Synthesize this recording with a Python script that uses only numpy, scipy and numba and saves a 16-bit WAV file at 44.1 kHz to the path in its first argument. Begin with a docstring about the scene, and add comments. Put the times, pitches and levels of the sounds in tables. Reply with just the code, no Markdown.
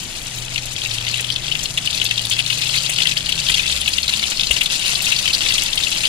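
"""Soaked bread in hot fat

Soaked bread fries close to two microphone ports: a crowd of small ringing steam bubbles makes a dense fizz.
Larger bubbles sputter in clusters and spitting fat snaps; shifting noise tails stand in for the pan wall.
Outside an engine gathers speed: sine orders swell and fade as they cross the kitchen's pitches, then die.
Filtered noise rumbles low beneath, and one dull bump is a handful of slow ringing pulses."""
import sys
import numpy as np
from scipy import signal
from scipy.fft import rfft, irfft, next_fast_len
from scipy.io import wavfile
from scipy.ndimage import uniform_filter1d
from numba import njit

SR = 44100
rng = np.random.default_rng(int(sys.argv[2]) if len(sys.argv) > 2 else 0)


def wav_record(signal):
    """Record a signal, one row per channel, as 16-bit PCM in the file named by sys.argv[1]."""
    frames = np.transpose(np.atleast_2d(signal))
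    bounded = np.clip(frames, -1, 1)
    # unit amplitude maps onto the largest positive 16-bit level
    quanta = np.round(bounded * 32767).astype(np.int16)
    wavfile.write(sys.argv[1], SR, quanta)


N = 268392

# All source levels are mix settings, ahead of layer trims and the port colour.
# course of the frying: t/s, fizz level/dB, fine spray over fizz level/dB
FRYING = [(0.0, -32, -2.5), (0.52, -31.5, -4), (1.17, -26, -8), (1.4, -28, -8), (1.62, -26, -4),
          (1.72, -33, -0.5), (1.86, -25.5, -5.5), (2.6, -25, -6.5), (3.35, -25, -6.5), (3.6, -23, -7),
          (5.5, -22, -6), (5.75, -24, -6.5), (6.09, -24.5, -5)]
# fizz bubble sizes heard as pitch: f/Hz, level/dB
BUBBLE_SIZES = [(500, -40), (1500, -20.5), (2200, 3), (2800, 1), (4800, 5), (5300, -14), (7000, -3)]
# loudest sputters of large bubbles: t/s of the peak, level/dB, f/Hz, length/ms
LOUD_SPUTTERS = [(0.5601, -13.5, 2800, 4.2), (0.579, -21, 2570, 5.5), (0.764, -19, 3360, 3.1),
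                 (0.8184, -17, 3280, 6), (0.8601, -16, 2820, 5), (0.9115, -20, 3150, 9.5),
                 (0.984, -18.5, 3300, 8), (1.07, -16, 2800, 9.7), (1.143, -12.5, 3074, 5),
                 (1.197, -15, 2574, 21), (1.246, -15.5, 3050, 9), (1.3034, -9.5, 3230, 3.9),
                 (1.3226, -17.5, 4930, 28), (1.362, -13.5, 3600, 10), (1.4822, -18.5, 3380, 12.3),
                 (1.5167, -13, 3110, 4), (1.5232, -11.5, 3100, 3.6), (1.553, -11.5, 2800, 8),
                 (1.658, -14.5, 4400, 8.4), (1.7784, -9.5, 2850, 15), (1.862, -15.5, 3620, 24),
                 (1.8753, -10.5, 2990, 4), (1.9056, -18, 3600, 17), (1.931, -14.5, 3770, 8),
                 (1.948, -12, 4230, 5.3), (1.9775, -16, 4430, 4.4), (2.0167, -6.5, 3020, 6),
                 (2.054, -12.5, 3620, 6), (2.064, -14, 3750, 17), (2.112, -9.5, 2710, 6.1),
                 (2.1795, -12, 3720, 8), (2.195, -14.5, 3365, 4), (2.2527, -13.5, 3800, 5.5),
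                 (2.314, -12, 3290, 11.5), (2.3268, -11.5, 3480, 21), (2.392, -9, 3080, 23),
                 (2.4647, -13.5, 4353, 5), (2.5043, -9, 3000, 12.6), (2.529, -15, 3400, 15.5),
                 (2.6213, -13, 3670, 24.5), (2.7435, -12.5, 2630, 10.8), (2.7747, -12.5, 4330, 5.3),
                 (2.897, -17, 2560, 21), (2.963, -14.5, 4130, 13.4), (2.9869, -11, 3100, 7),
                 (3.0044, -10.5, 2980, 8.3), (3.021, -8, 3420, 6.3), (3.057, -10.5, 2960, 7.3),
                 (3.0723, -6.5, 3360, 6), (3.116, -19, 3100, 9), (3.1707, -11.5, 3150, 8),
                 (3.2622, -16, 4270, 5), (3.2928, -13, 3007, 13.7), (3.325, -9, 3394, 7),
                 (3.4673, -14, 3450, 11), (3.488, -10, 3330, 5.1), (3.499, -6, 2500, 9),
                 (3.522, -9, 4256, 11.7), (3.5448, -7.5, 3400, 13), (3.5962, -9.5, 2650, 15.5),
                 (3.6788, -12.5, 3530, 7), (3.703, -14, 3900, 17), (3.7256, -11, 3720, 10),
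                 (3.815, -16.5, 3240, 30), (3.8799, -7, 2880, 7.4), (3.9372, -11.5, 4730, 10),
                 (3.984, -9, 3120, 9.4), (4.0321, -14, 4630, 6), (4.0817, -10.5, 4310, 7.7),
                 (4.0962, -12, 4200, 6), (4.1382, -8.5, 3580, 4.1), (4.164, -17, 4400, 7),
                 (4.195, -15.5, 3140, 9), (4.2392, -13, 3550, 6), (4.373, -16, 4440, 6.5),
                 (4.3972, -10.5, 3520, 4.4), (4.4103, -9, 3830, 10), (4.4346, -12, 3760, 7),
                 (4.471, -11.5, 4430, 9), (4.5118, -1.5, 2970, 7.2), (4.566, -12, 3200, 13),
                 (4.613, -7.5, 2770, 12), (4.661, -10.5, 3630, 8.6), (4.918, -16, 4480, 4.5),
                 (4.9552, -11, 4380, 11), (5.069, -14, 2800, 12), (5.1227, -8.5, 2650, 14.3),
                 (5.1647, -11.5, 4700, 7), (5.1898, -13, 3870, 6), (5.2582, -11.5, 2920, 14),
                 (5.2793, -7, 3200, 6), (5.335, -9.5, 4500, 11.8), (5.3492, -5.5, 4420, 7),
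                 (5.4187, -13, 2800, 13.5), (5.4887, -11, 3800, 7.2), (5.5078, -10.5, 2870, 10.3),
                 (5.5237, -9.5, 3500, 4), (5.5824, -11.5, 3380, 4), (5.732, -10.5, 3700, 6.5),
                 (5.779, -9.5, 3360, 9.6), (5.8373, -11.5, 3780, 8), (5.8714, -13, 2800, 7),
                 (5.921, -15.5, 3520, 13), (6.039, -10.5, 2800, 12), (6.0539, -6.5, 3200, 8.4)]
# loudest dry snaps of spitting fat: t/s, level/dB
FAT_SNAPS = [(0.029, -19), (0.221, -26), (0.377, -19), (0.397, -28), (0.447, -22), (0.655, -18),
             (0.7282, -18), (0.8674, -19), (1.1443, -21), (1.2048, -14), (1.6312, -12.5), (1.8519, -17),
             (1.9485, -15.5), (2.041, -12), (2.2149, -19), (2.2518, -15.5), (2.2955, -10.5), (2.534, -18),
             (2.575, -15), (2.6775, -16), (2.8315, -19), (2.8923, -9), (3.2839, -16), (3.5007, -13),
             (3.8058, -17), (3.885, -15), (4.168, -16), (4.2557, -17), (4.2983, -11.5), (4.506, -8.5),
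             (4.629, -14), (4.8673, -21), (5.02, -8.5), (5.0509, -12.5), (5.215, -18), (5.6314, -11),
             (5.757, -15), (5.948, -23)]
# engine run-up: t/s, shaft rate f/Hz
SHAFT_RATE = [(0, 20.4), (.62, 20.54), (.8, 22), (1.86, 27.33), (2.74, 31.04), (3.5, 32.88), (4.3, 35.96)]
# multiples of the shaft rate that sound (no unit)
SHAFT_ORDERS = [2, 4, 5, 6]
# strength of each order ahead of the kitchen's response: level/dB
ORDER_LEVELS = [-38, -38.5, -36.5, -37.5]
# bass pitches the kitchen lets in or shuts out: f/Hz, level/dB
KITCHEN_RESPONSE = [(38, -4), (48, -19), (55, -7), (60, -25), (64.5, -5), (68, 0.5), (74, -12), (102, -22),
                    (113, 1), (124, -0.5), (129, -6.5), (135, -8), (142, -24), (153, -6.5), (163, -6),
                    (172, -19), (198, -39), (212, -8)]
# pulses of the dull bump: f/Hz, level/dB, length/cycles, delay/s
BUMP_PULSES = [(55, -22, 2, 0.0037), (30, -33, 1.5, 0.0053), (400, -34, 1.8, .006)]
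# relative spectrum of the rumble: f/Hz, level/dB
RUMBLE_SPECTRUM = [(12, -20), (20, 13), (35, 1.5), (64, -1), (136, 2), (230, -5.5), (340, -9), (420, -11),
                   (750, -11), (1100, -16.5), (1800, -9.5), (2400, -5), (4000, -88)]
# colour of the microphone ports: f/Hz, left level/dB, right level/dB
PORT_COLOUR = [(30, 2, -1.5), (1270, 2, 1.5), (1800, -0.5, -4.5), (2330, -0.5, -10), (2650, 7, -9),
               (4540, 5.5, -3), (7470, 7.5, -5.5), (10040, 3, 6), (11700, 2, -2.5), (15500, -4, -9)]

LEFT_LAG_S, LAG_SPREAD_S, RIGHT_SPREAD_DB = 0.00024, .00003, 3
EBB_DB, EBB_MS = -1.5, 6.8  # the fizz ebbs just before a loud sputter
SWELL_MS, SWELL_SHARE = 1.494, .25  # a sputter's swell: this long plus this share of its length
SMALL_FROM_S = .55  # chance sputters start once the bread lies in the fat
SMALL_OVER_FIZZ_DB, SMALL_SPREAD_DB, SMALL_MS = -1.5, 7, 4.3
SMALL_CLEAR_S = .026  # chance sputters keep this far from loud ones
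PAN_T60_S, PAN_DB = 0.051, -3.5
ENGINE_ON_S, ENGINE_RISE_S, ENGINE_FALL_S = 0.24, 0.13, 0.052
BUMP_S = 4.4995
RUMBLE_DB = -36  # RMS
TOP_HZ = 15700


def undb(db):
    """Turn dB into an amplitude factor."""
    return 10 ** (np.asarray(db) / 20)


def level(x, db):
    """Set the RMS of a sound in dB."""
    return x * undb(db) / np.sqrt(np.mean(x ** 2))


def along(hz, table, column=1):
    """Read a f/Hz, level/dB table on a log-frequency axis."""
    table = np.array(table, float)
    return np.interp(np.log(np.maximum(hz, 1)), np.log(table[:, 0]), table[:, column])


def colour(x, table, column=1):
    """Filter by a f/Hz, level/dB table."""
    size = next_fast_len(N)
    hz = np.arange(size // 2 + 1) * SR / size
    return irfft(rfft(x, size) * undb(along(hz, table, column)), size)[:N]


def walk(rate):
    """Random levels, each held for 1 / rate s and smoothed twice; spread near 1."""
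    hold = int(SR / rate)
    steps = np.repeat(rng.standard_normal(N // hold + 1), hold)
    return 1.45 * uniform_filter1d(uniform_filter1d(steps, hold), hold)[:N]


@njit
def ring(length, start, hz, cycles, size, glide):
    """Each bubble swells and fades over some cycles while its pitch may glide."""
    out = np.zeros(length)
    for k in range(len(start)):
        tau = cycles[k] * SR / hz[k] / 4  # samples from the start to the envelope's peak
        first = int(start[k]) + 1
        for i in range(max(first, 0), min(first + int(8 * tau), length)):
            u = (i - start[k]) / tau
            swell = np.e * u * np.exp(-u)
            out[i] += size[k] * swell * np.sin(np.pi / 2 * cycles[k] * u * (1 + glide[k] * u / 8))
    return out


def bubbles(s, hz, cycles, db, glide, place):
    """Bubbles scattered in the pan: place shifts the left port's lag and the right port's level."""
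    hz = np.clip(hz, 50, SR / 2.3)
    left_s = s + LEFT_LAG_S + LAG_SPREAD_S * place[0]
    left = ring(N, SR * left_s, hz, cycles, undb(db), glide)
    right = ring(N, SR * s, hz, cycles, undb(db + RIGHT_SPREAD_DB * place[1]), glide)
    return np.array([left, right])


def crowd(count, lo_hz, hi_hz, cycles, scatter_db, surge_db, shape):
    """Many small bubbles: a few are much louder than the rest, and all follow the surges."""
    when, pitch, big, long = rng.random((count, 4)).T
    place = rng.standard_normal((count, 2)).T
    hz = lo_hz * (hi_hz / lo_hz) ** pitch
    db = along(hz, shape) - scatter_db * np.log(1.002 - big)
    db = db + surge_db[(when * (N - 1)).astype(int)]
    return level(bubbles(when * N / SR, hz, cycles * (.5 + long), db, 0 * hz, place), 0)


def fizz():
    """Millimetre bubbles fizz, spray hisses above, droplets tick; louder frying surges harder."""
    s, fizz_db, spray_db = np.transpose(FRYING)
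    t = np.arange(N) / SR
    fizz_db = np.interp(t, s, fizz_db)
    spray_db = np.interp(t, s, spray_db)
    surge_depth = np.clip((fizz_db + 37) / 9, 0, 1)
    surge_db = surge_depth * (1.43 * walk(7) + 0.41 * walk(24.916) + 1.9 * walk(90))
    body = crowd(count=17000, lo_hz=492, hi_hz=6800, cycles=5.53, scatter_db=2.0,
                 surge_db=surge_db, shape=BUBBLE_SIZES)
    spray = crowd(count=20000, lo_hz=5340, hi_hz=15800, cycles=1.95, scatter_db=2.5,
                  surge_db=surge_db, shape=[(6000, 4.0), (16000, -6)])
    ticks = crowd(count=1100, lo_hz=2800, hi_hz=13100, cycles=2.1, scatter_db=4.0,
                  surge_db=surge_db, shape=[(2500, 5), (13000, -4)])
    mix = undb(-3.0) * body + undb(-8.5) * ticks + undb(spray_db - 2.5) * spray
    return undb(fizz_db) * mix


def ebb():
    """Gain of the fizz: it sinks towards the start of each loud sputter."""
    t = np.arange(N) / SR
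    starts = [s - (SWELL_MS + SWELL_SHARE * ms) / 1000 for s, _, _, ms in LOUD_SPUTTERS]
    starts = np.sort(starts + [np.inf])  # no ebb after the last one
    wait_ms = (starts[np.searchsorted(starts, t)] - t) * 1000
    return undb(EBB_DB * np.exp(-wait_ms / EBB_MS))


def sputters(count=16):
    """One large bubble rings out; neighbours burst in a string before and after it, and spray flies."""
    rows = np.vstack([LOUD_SPUTTERS, small_sputters()])
    s, db, hz, length_ms = (np.repeat(c, count) for c in rows.T)
    swell_ms = np.minimum(SWELL_MS + SWELL_SHARE * length_ms, .8 * length_ms)
    fade_ms = length_ms - swell_ms
    when, pitch, big, fine = rng.random((len(s), 4)).T
    place = np.repeat(rng.standard_normal((len(rows), 2)), count, axis=0).T
    turn = np.arange(len(s)) % count
    lead = turn == 0
    ms = np.where(lead, 0, length_ms * (turn - when) / (count - 1) - swell_ms)
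    # neighbours weaken towards both ends of the cluster, and are weaker in a short cluster
    edge_db = -4.0 * np.where(ms < 0, -ms / swell_ms, ms / fade_ms)
    edge_db = edge_db - 7.2 * big + 7.7 * np.log10(length_ms / 9)
    near_hz = np.clip(hz * 2 ** (1.1 * (pitch - .5)), 2100, 5000)
    start = s + ms / 1000 - .0008  # early, as a bubble needs time to swell
    main_db = db + np.where(lead, 1.5, edge_db - 2.3)
    main = bubbles(start, np.where(lead, hz, near_hz), np.where(lead, 8.5, 4.5),
                   main_db, -.06 + 0 * s, place)
    spray = bubbles(start, 5000 * 2 ** (1.38 * fine), 3.8 + 0 * s, db + edge_db - 11.0, 0 * s, place)
    return main + spray


def small_sputters(count=110):
    """Chance rows like LOUD_SPUTTERS, set relative to the fizz, kept in the gaps between loud ones."""
    when, big, pitch, long = rng.random((count, 4)).T
    s = SMALL_FROM_S + when * (N / SR - SMALL_FROM_S)
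    fizz_db = np.interp(s, *np.transpose(FRYING)[:2])
    db = fizz_db + SMALL_OVER_FIZZ_DB + SMALL_SPREAD_DB * big
    gap_s = np.abs(s[:, None] - np.transpose(LOUD_SPUTTERS)[0]).min(axis=1)
    rows = np.transpose([s, db, 2700 * 2 ** (.8 * pitch), SMALL_MS * (.5 + long)])
    return rows[gap_s > SMALL_CLEAR_S]


def snaps(count=10):
    """Spitting fat: a quick spatter of very short bright cracks over one duller crack."""
    s, db = (np.repeat(c, count) for c in np.transpose(FAT_SNAPS))
    after, pitch, big = rng.random((len(s), 3)).T
    place = np.repeat(rng.standard_normal((len(FAT_SNAPS), 2)), count, axis=0).T
    dull = np.arange(len(s)) % count == 0
    hz = np.where(dull, 500 * 2 ** (1.3 * pitch), 6000 * 2 ** (1.4 * pitch))
    db = db + np.where(dull, -21.0, .6 - 2.0 * big - 5.2 * after)
    start = s + .012 * after * ~dull  # bright cracks spread over 12 ms
    return bubbles(start, hz, np.where(dull, 2.2, 3.2), db, 0 * s, place)


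def pan_wall(x, size=1024):
    """Quick dense reflections; bursts come from ever new places, so each short slice gets a new tail."""
    hop, count = size // 2, N // (size // 2) + 1
    t = np.arange(2 * size) / SR
    decay = np.exp(-np.log(1000) * t / PAN_T60_S) * (t > .0006)
    tail = rng.standard_normal((2, count, len(t))) * decay
    tail *= undb(PAN_DB) / np.sqrt(np.sum(tail ** 2, axis=2, keepdims=True))
    padded = np.pad(x, ((0, 0), (hop, 2 * size)))
    slices = padded[:, hop * np.arange(count)[:, None] + np.arange(size)] * np.hanning(size + 1)[:-1]
    long = 4 * size  # room for slice plus tail
    wet = irfft(rfft(slices, long) * rfft(tail, long), long)
    out = np.zeros((2, count * hop + long))
    for k in range(count):
        out[:, k * hop:k * hop + long] += wet[:, k]
    return x + out[:, hop:hop + N]


def engine():
    """Sine orders of the shaft rate, loud at pitches the kitchen favours; the driver lifts off at the end."""
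    s, hz = np.transpose(SHAFT_RATE)
    t = np.arange(N) / SR
    hz = np.interp(t, s, hz)
    phase = 2 * np.pi * np.cumsum(hz) / SR
    drone = np.zeros(N)
    for order, db in zip(SHAFT_ORDERS, ORDER_LEVELS):
        gain = undb(db + along(order * hz, KITCHEN_RESPONSE))
        drone += gain * np.sin(order * phase + 2 * np.pi * rng.random())
    rise = np.clip((t - ENGINE_ON_S) / ENGINE_RISE_S, 0, 1)
    fall = np.clip((s[-1] - t) / ENGINE_FALL_S, 0, 1)
    return np.sqrt(2) * drone * rise * fall  # order levels count as RMS


def thud():
    """A dull bump: a slow push with a short knock on top."""
    hz, db, cycles, late = np.transpose(BUMP_PULSES)
    return ring(N, (BUMP_S + late) * SR, hz, cycles, undb(db), 0 * hz)


def rumble():
    """Street and burner: slowly wavering noise, widest in the deepest bass, nearly mono higher up."""
    mid, side = (colour(rng.standard_normal(N), RUMBLE_SPECTRUM) for _ in range(2))
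    side = colour(side, [(25, -2), (125, -10.5), (500, -9), (1000, -8.0), (1800, -33.0)])
    stereo = mid + side * np.array([[1], [-1]])
    return level(undb(0.93 * walk(1.64)) * stereo, RUMBLE_DB)


def scene():
    """Frying inside the pan wall, with engine, bump and rumble outside it."""
    frying = ebb() * fizz() + sputters() + snaps()
    return pan_wall(frying) + engine() + rumble() + thud()


def record(dry):
    """Each port has its colour; the loudest peaks are rounded off; the top is cut."""
    ports = np.array([colour(dry[k], PORT_COLOUR, column=k + 1) for k in range(2)])
    rounded = ports / (1 + (ports / .8) ** 4) ** .25
    top_cut = signal.ellip(14, .2, 100, TOP_HZ, fs=SR, output="sos")
    return signal.sosfilt(top_cut, rounded)


dry = scene()
out = record(dry)
wav_record(out)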